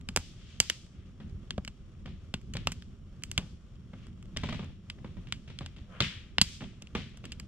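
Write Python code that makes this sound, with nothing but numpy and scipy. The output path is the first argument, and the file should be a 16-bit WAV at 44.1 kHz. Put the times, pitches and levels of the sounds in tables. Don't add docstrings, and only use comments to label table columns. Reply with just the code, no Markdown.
import sys
import numpy as np
from scipy import signal
from scipy.fft import rfft, irfft, next_fast_len
from scipy.io import wavfile
from scipy.ndimage import uniform_filter1d

SR = 44100
rng = np.random.default_rng(int(sys.argv[2]) if len(sys.argv) > 2 else 0)


def master_out(mix):
    frames = np.transpose(np.atleast_2d(mix))
    ceiling = np.clip(frames, -1, 1)
    pcm = np.round(ceiling * 32767).astype(np.int16)
    wavfile.write(sys.argv[1], SR, pcm)


N = 329471
TIME = np.arange(N) / SR
EDGE_HZ = 16400

# pitch_hz, level_db
WHINE = [(5529, -87), (11058, -103)]
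# frequency_hz, level_db_per_hz
HISS_COLOUR = [(200, -34.5), (500, 9), (900, -5), (1200, 3.5), (1750, -3.5), (2500, -3.5), (3250, 0),
               (3900, -8), (5700, -10), (6400, -9), (7800, -14.5), (8800, -19), (11800, -27), (16000, -44)]
# crest_s, level_db, length_s, centre_hz
PUFFS = [(0.49, -58.5, 0.083, 4000), (1.002, -67, 0.061, 2380), (4.035, -64.5, 0.054, 2750),
         (5.927, -63, 0.046, 673), (5.973, -56.5, 0.038, 1530)]
# time_s, level_db
FLAME_LEVEL = [(0.0, -46), (0.71, -53), (1.56, -44), (1.74, -51), (2.64, -46), (3.12, -49), (3.27, -46),
               (3.74, -52.5), (4.49, -46), (4.64, -54.5), (4.85, -50.5), (5.12, -46.5), (5.53, -49),
               (5.76, -51), (6.22, -49), (6.76, -52.5), (7.07, -50.5), (7.47, -48)]
# frequency_hz, level_db_per_hz
RUMBLE_COLOUR = [(12, -27.5), (25, 2), (55, 0), (85, 2.5), (105, -3), (130, -0.5), (152, -6.5), (178, -3),
                 (230, -8.5), (290, -17.5), (390, -18.5), (520, -41), (900, -43.5), (2000, -69)]
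# frequency_hz, level_db_per_hz
FOREST_COLOUR = [(100, -19.5), (700, -23.5), (1400, -10), (2400, 0.5), (3300, 6), (4000, 0.5), (4900, 2.5),
                 (6000, -0.5), (8000, -6.5), (9200, -14), (12500, -22), (16000, -41.5)]
# frequency_hz, t60_s
FOREST_T60 = [(200, 0.59), (1500, 0.26), (3200, 0.46), (8000, 0.71), (16000, 0.15)]
# start_s, woody_body_db, crack_db
KNOCKS = [(1.201, -57, -62.5), (2.0569, -54, -53.5), (2.074, -57, -68), (2.5509, -46.5, -50),
          (3.38, -46.5, -59), (3.933, -55, -65.5), (4.364, -47.5, -45.5), (4.434, -40, -43.5),
          (4.4878, -44.5, -45), (4.524, -45, -45.5), (4.542, -51, -50.5), (4.593, -48.5, -54),
          (4.627, -53, -64), (4.984, -62.5, -72), (5.0443, -51.5, -60), (5.168, -59.5, -65),
          (5.271, -64.5, -58), (5.4763, -64, -57), (5.499, -58, -57), (5.608, -50.5, -54),
          (5.7631, -64.5, -58.5), (5.7854, -67.5, -69), (6.004, -34.5, -27), (6.606, -54, -52),
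          (6.618, -49.5, -56), (6.638, -57.5, -56.5), (6.95, -38, -40), (7.2397, -54.5, -53.5)]
# frequency_hz, level_db
KNOCK_COLOUR = [(100, -4), (480, 9.5), (700, 4), (1100, 3), (1600, 1.5), (2300, 3), (3300, 5), (4200, -3),
                (5500, -8.5), (8000, -18.5), (10000, -31.5), (13500, -37), (16000, -59.5)]
# pitch_hz, level_db, t60_s
LOG_MODES = [(341, 2, 0.084), (502.6, 1.5, 0.069), (777, -6, 0.086), (1047, 0, 0.049), (1460, -7, 0.055),
             (2050, -5.5, 0.086)]
# pitch_hz, level_db, t60_s
PIT_MODES = [(84, -4.5, 0.065), (133, -1, 0.045), (180, -2.5, 0.051), (228, 2.5, 0.036)]
# start_s, crack_db, woody_body_db, sizzle_db, thump_db, tear_s (time the fibres take to tear)
SNAPS = [(0.0883, -36, -46.5, -42.5, -41.5, 0.0015), (0.1623, -25, -30, -24.5, -55, 0.002),
         (0.1725, -30, -31, -34, -35.5, 0.0011), (0.602, -19, -32.5, -18.5, -38.5, 0.0014),
         (0.6994, -24, -39.5, -30, -54, 0.0019), (1.5071, -32.5, -45.5, -44, -46, 0.0016),
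         (1.5795, -45.5, -34.5, -60.5, -34, 0.0023), (1.6491, -45, -65, -49.5, -50.5, 0.0013),
         (1.6773, -38.5, -48.5, -47.5, -45, 0.0025), (2.3399, -31.5, -38.5, -43, -36.5, 0.0022),
         (2.5374, -42.5, -60, -47, -73, .0035), (2.569, -37, -50, -47.5, -39, 0.002),
         (2.672, -24.5, -30, -34.5, -37.5, 0.0015), (2.7192, -40.5, -52, -41.5, -46, .0037),
         (2.823, -52, -62.5, -62, -55, 0.0013), (3.2364, -38, -60, -39, -56, 0.0013),
         (3.3148, -38, -53, -38.5, -67, 0.0016), (3.3778, -23, -38.5, -33.5, -34.5, 0.0023),
         (4.3716, -33, -65, -40.5, -62, 0.0015), (4.8997, -37, -55, -48.5, -70, 0.0023),
         (5.324, -29.5, -44, -40, -47, 0.0013), (5.5886, -39.5, -68, -49.5, -55, 0.0012),
         (5.6619, -43, -53.5, -51, -67, 0.0018), (6.3833, -20, -30, -40, -37, 0.0014),
         (6.4145, -15.5, -34, -17, -30, 0.0024), (6.822, -48, -60, -51, -55, 0.0018),
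         (6.8715, -51.5, -71, -65, -62, 0.0015), (7.1728, -55.5, -62, -58.5, -65, 0.0029),
         (7.2539, -46.5, -62, -51.5, -58, 0.002), (7.32, -40, -61, -47, -61, 0.005),
         (7.3987, -44, -54.5, -46, -55, .0019)]
# frequency_hz, level_db
SNAP_COLOUR = [(100, -2.5), (400, 1), (650, 0.5), (1200, 4.5), (1750, 0.5), (2300, 3.5), (3200, 5),
               (4000, -1), (4900, 1.5), (5900, -6), (7000, -2), (8000, -3), (9000, -13), (13500, -24),
               (16000, -29)]
# body_over_crack_db,
# splinter_hz
SPLINTER = [(-16.5, 2964), (0.5, 2600), (-6, 1080), (8, 590)]
# from_hz, to_hz
BANDS = [(50, 300), (300, 1700), (1700, 5500), (5500, 16000)]
# frequency_hz, likeness
LIKENESS = [(25, 0.35), (70, 0.96), (290, 0.89), (640, 0.82), (1400, .66), (3100, 0.3), (6800, -0.28),
            (15000, -0.079)]
# frequency_hz, difference_db
DIFFUSE_LR = [(60, 0), (380, -2), (1300, 0), (2400, 4), (4400, 4), (8100, -6), (15000, -0.5)]
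# frequency_hz, difference_db
DIRECT_LR = [(60, 0), (700, 0), (1500, -0.5), (3000, 2), (5300, 1.5), (6400, -11.5), (7200, -10.5),
             (8000, -22), (10000, -13.5), (12000, -10), (16000, -6)]


def amp(db):
    return 10 ** (np.asarray(db) / 20)


def evened(x):
    return x / np.sqrt(np.mean(x ** 2) + 1e-20)


def read(points, hz):
    f, value = np.transpose(points)
    return np.interp(np.log(hz + 1), np.log(f + 1), value)


def add(mix, start_s, sound):
    part = mix[max(round(start_s * SR), 0):][:len(sound)]
    part += sound[:len(part)]


def colour(x, points):
    log_gain = np.log(amp(read(points, abs(np.fft.fftfreq(4096, 1 / SR)))))
    taps = np.fft.ifft(np.exp(np.conj(signal.hilbert(log_gain)))).real
    return signal.oaconvolve(x, taps[:len(taps) // 2])[:len(x)]


def band(x, edges):
    return signal.sosfilt(signal.butter(3, edges, "band", fs=SR, output="sos"), x)


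def opening(x, db, seconds):
    return amp(db) * x / np.sqrt(np.mean(x[:int(seconds * SR)] ** 2) + 1e-20)


def drift(rate_hz):
    hz = np.fft.rfftfreq(N, 1 / SR)
    return evened(irfft(rfft(rng.standard_normal(N)) * np.exp(-(hz / rate_hz) ** 2), N))


def ports(a, b, balance, lag=3.36):
    size = next_fast_len(N + 64)
    hz = np.fft.rfftfreq(size, 1 / SR)
    right = rfft(a, size)
    left = right * np.exp(-2j * np.pi * hz * lag / SR)
    if b is not None:
        same = np.clip(read(LIKENESS, hz), -1, 1)
        left = same * left + np.sqrt(1 - same ** 2) * rfft(b, size)
    ratio = amp(read(balance, hz))
    shared_gain = np.sqrt(2 / (1 + ratio ** 2))
    return irfft(np.array([left * ratio, right]) * shared_gain, size)[:, :N]


def whine():
    return sum(np.sqrt(2) * amp(db) * np.sin(2 * np.pi * hz * TIME) for hz, db in WHINE)


def hiss(hiss_db=-68.5, waver_db=1.5, grain_db=1.0, skirt_db=-11):
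    waver = amp(waver_db * drift(7) + grain_db * drift(150))
    pair = []
    for _ in range(2):
        sound = amp(hiss_db) * evened(colour(rng.standard_normal(N), HISS_COLOUR))
        steam = colour(rng.standard_normal(N), HISS_COLOUR)
        for crest_s, db, length_s, hz in PUFFS:
            hump = [(hz / 4, 2 * skirt_db), (hz / 2, skirt_db / 2), (hz, 0),
                    (hz * 2, skirt_db / 2), (hz * 4, 2 * skirt_db)]
            swell = np.exp(-((TIME - crest_s) / length_s) ** 2 / 2)
            sound += amp(db) * swell * evened(colour(steam, hump))
        pair.append(waver * sound)
    return ports(*pair, DIFFUSE_LR, lag=1.5)


def flames(flame_db=1.5, flutter_db=2.0, surge_db=0.45, stir_db=-1.5, stir_top_db=-44, stir_s=0.052):
    power = amp(np.interp(TIME, *np.transpose(FLAME_LEVEL)) + flame_db) ** 2
    for start_s, body_db, _ in KNOCKS:
        age = np.maximum(TIME - start_s, 0) / stir_s
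        flare = age * np.exp(1 - age)
        power = power + (amp(min(body_db + stir_db, stir_top_db)) * flare) ** 2
    level = np.sqrt(power) * amp(flutter_db * drift(36) + surge_db * drift(6))
    pair = [level * evened(colour(rng.standard_normal(N), RUMBLE_COLOUR)) for _ in range(2)]
    return ports(*pair, DIFFUSE_LR)


def forest(forest_db=-30.0, rise_s=0.012, hold_s=.07, bright_share=0.93,
           far_db=-5.5, far_s=0.12, far_width_s=.045):
    hz, t, noise = signal.stft(rng.standard_normal((2, N)), SR, nperseg=256)
    t60 = read(FOREST_T60, hz)[:, None]
    power = np.zeros(noise.shape[1:])
    for start_s, crack_db, _, sizzle_db, _, _ in SNAPS:
        now = (t > start_s) & (t < start_s + 1)
        age = t[now] - start_s
        db = crack_db + bright_share * (sizzle_db - crack_db)
        near = amp(-60 * np.maximum(age - hold_s, 0) / t60)
        far = amp(far_db) * np.exp(-((age - far_s) / far_width_s) ** 2 / 2)
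        power[:, now] += (amp(db) * (1 - np.exp(-age / rise_s))) ** 2 * (near ** 2 + far ** 2)
    tint = evened(amp(read(FOREST_COLOUR, hz)))[:, None]
    spray = signal.istft(noise * np.sqrt(power) * tint, SR)[1][:, :N]
    return amp(forest_db) * ports(*spray, DIFFUSE_LR, lag=0)


def ticks(per_s=9, tick_db=-53, spread_db=3.5):
    out, t = np.zeros(N), np.arange(400) / SR
    for when, size, pitch, chance in rng.random((300, 4)):
        burst = rng.standard_normal(len(t)) * np.exp(-t / 0.0009)
        hz = 700 * 6 ** pitch
        if chance < per_s * N / SR / 300:
            gain = amp(tick_db + spread_db * np.log(size + .05))
            add(out, when * N / SR, band(burst, (hz, 3 * hz)) * gain)
    return colour(out, SNAP_COLOUR)


def thump(db, rise_s=0.0024, top_hz=215):
    t, ring = np.arange(SR // 4) / SR, 0
    for hz, mode_db, t60 in PIT_MODES:
        fade = amp(mode_db + 2 * rng.standard_normal() - 60 * t / t60)
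        ring = ring + fade * np.sin(2 * np.pi * hz * rng.uniform(.92, 1.08) * t)
    return opening(band(ring * (1 - np.exp(-t / rise_s)), (30, top_hz)), db, 0.031)


def log_ring(t):
    size, ring = rng.uniform(0.93, 1.1), 0
    for hz, db, t60 in LOG_MODES:
        tone = np.sin(2 * np.pi * hz * size * rng.uniform(.93, 1.2) * t)
        ring = ring + amp(db - 60 * t / t60) * tone * rng.choice([-1, 1])
    return ring


def faint_knocks(count=5, body_db=-71, crack_db=-76, spread_db=6):
    return [(when * N / SR, body_db + spread_db * size, crack_db + spread_db * size)
            for when, size in rng.random((count, 2))]


def knocks(blow_s=0.0057, body_offset_db=-2.5, modes_db=-4.5, push_db=-7, push_slope=0.66, thump_db=-7.0,
           boom_db=-3.0, boom_t60=0.26, ring_db=-11.5, body_t60=0.23, crack_t60=0.51):
    blows, rings, t = np.zeros(N), np.zeros((2, N)), np.arange(SR // 2) / SR
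    for start_s, body_db, crack_db in list(KNOCKS) + faint_knocks():
        low_db = push_db + push_slope * body_db
        splinters = uniform_filter1d(rng.standard_normal(len(t)), size=90)
        splinters = evened(uniform_filter1d(splinters, size=16))
        grain = amp(3.5 * splinters * np.exp(-t / .06))
        noise = grain * np.array([colour(rng.standard_normal(len(t)), KNOCK_COLOUR) for _ in range(3)])
        parts = ((BANDS[1], body_db + body_offset_db, body_t60),
                 ((BANDS[2][0], BANDS[3][1]), crack_db, crack_t60))
        for edges, db, t60 in parts:
            first, *late = band(noise, edges)
            blow = first * (1 - np.exp(-t / 0.0013)) * np.exp(-t / blow_s)
            tail = np.array(late) * (1 - np.exp(-t / 0.0032)) * amp(ring_db - 60 * t / t60)
            gain = amp(db) / np.std((blow + tail[0])[:SR * 3 // 100])
            add(blows, start_s, gain * blow)
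            for side, sound in zip(rings, tail):
                add(side, start_s, gain * sound)
        for side in rings:
            boom = band(rng.standard_normal(len(t)), (85, 225)) * amp(-60 * t / boom_t60)
            add(side, start_s, opening(boom, low_db + boom_db, 0.03))
        add(blows, start_s, opening(log_ring(t), body_db + modes_db, 0.042))
        add(blows, start_s, thump(low_db + thump_db))
    return ports(blows, None, DIRECT_LR) + ports(*rings, DIFFUSE_LR, lag=0.71)


def faint_snaps(count=13, top_db=-57, range_db=10, decay_s=.0014):
    out, t = np.zeros(N), np.arange(SR // 50) / SR
    for when, size in rng.random((count, 2)):
        burst = colour(rng.standard_normal(len(t)) * np.exp(-t / decay_s), SNAP_COLOUR)
        add(out, when * N / SR, opening(burst, top_db - range_db * size, 0.0085))
    return out


def snaps(spike=5.4, ground_db=-26, ground_s=0.022, tilt=.55, splinter_db=5,
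          sliver_slope=1.6, sliver_from_db=-22, sliver_hz=4800):
    out, t = np.zeros(N), np.arange(SR // 12) / SR
    for start_s, crack_db, body_db, sizzle_db, low_db, tear_s in SNAPS:
        shape = np.exp(-t / tear_s) + amp(ground_db) * np.exp(-t / ground_s)
        burst = rng.standard_normal(len(t)) * shape
        burst[0] += spike
        slope = [(600, tilt * (body_db - crack_db + 11.5)), (2200, 0.0034),
                 (4000, 0), (14000, tilt * (sizzle_db - crack_db - 4.0))]
        hz = np.interp(body_db - crack_db, *np.transpose(SPLINTER))
        splinter = [(hz / 1.25, 0), (hz, splinter_db), (hz * 1.4, 0)]
        sliver_db = sliver_slope * max(crack_db - sliver_from_db, 0)
        sliver = [(sliver_hz / 1.5, 0), (sliver_hz, sliver_db), (sliver_hz * 1.15, 0)]
        for spectrum in (SNAP_COLOUR, slope, splinter, sliver):
            burst = colour(burst, spectrum)
        for edges, db in zip(BANDS[1:], (body_db, crack_db, sizzle_db)):
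            add(out, start_s, opening(band(burst, edges), db, 0.0087))
        add(out, start_s, thump(low_db))
    return out


def scene():
    background = whine() + hiss() + flames() + forest()
    cracks = ports(ticks() + faint_snaps() + snaps(), None, DIRECT_LR)
    return background + knocks() + cracks


def record(dry):
    low_pass = signal.firwin(255, EDGE_HZ, window=("kaiser", 9), fs=SR)
    return signal.oaconvolve(np.clip(dry, -1, 1), low_pass[None], "same")


dry = scene()
out = record(dry)
master_out(out)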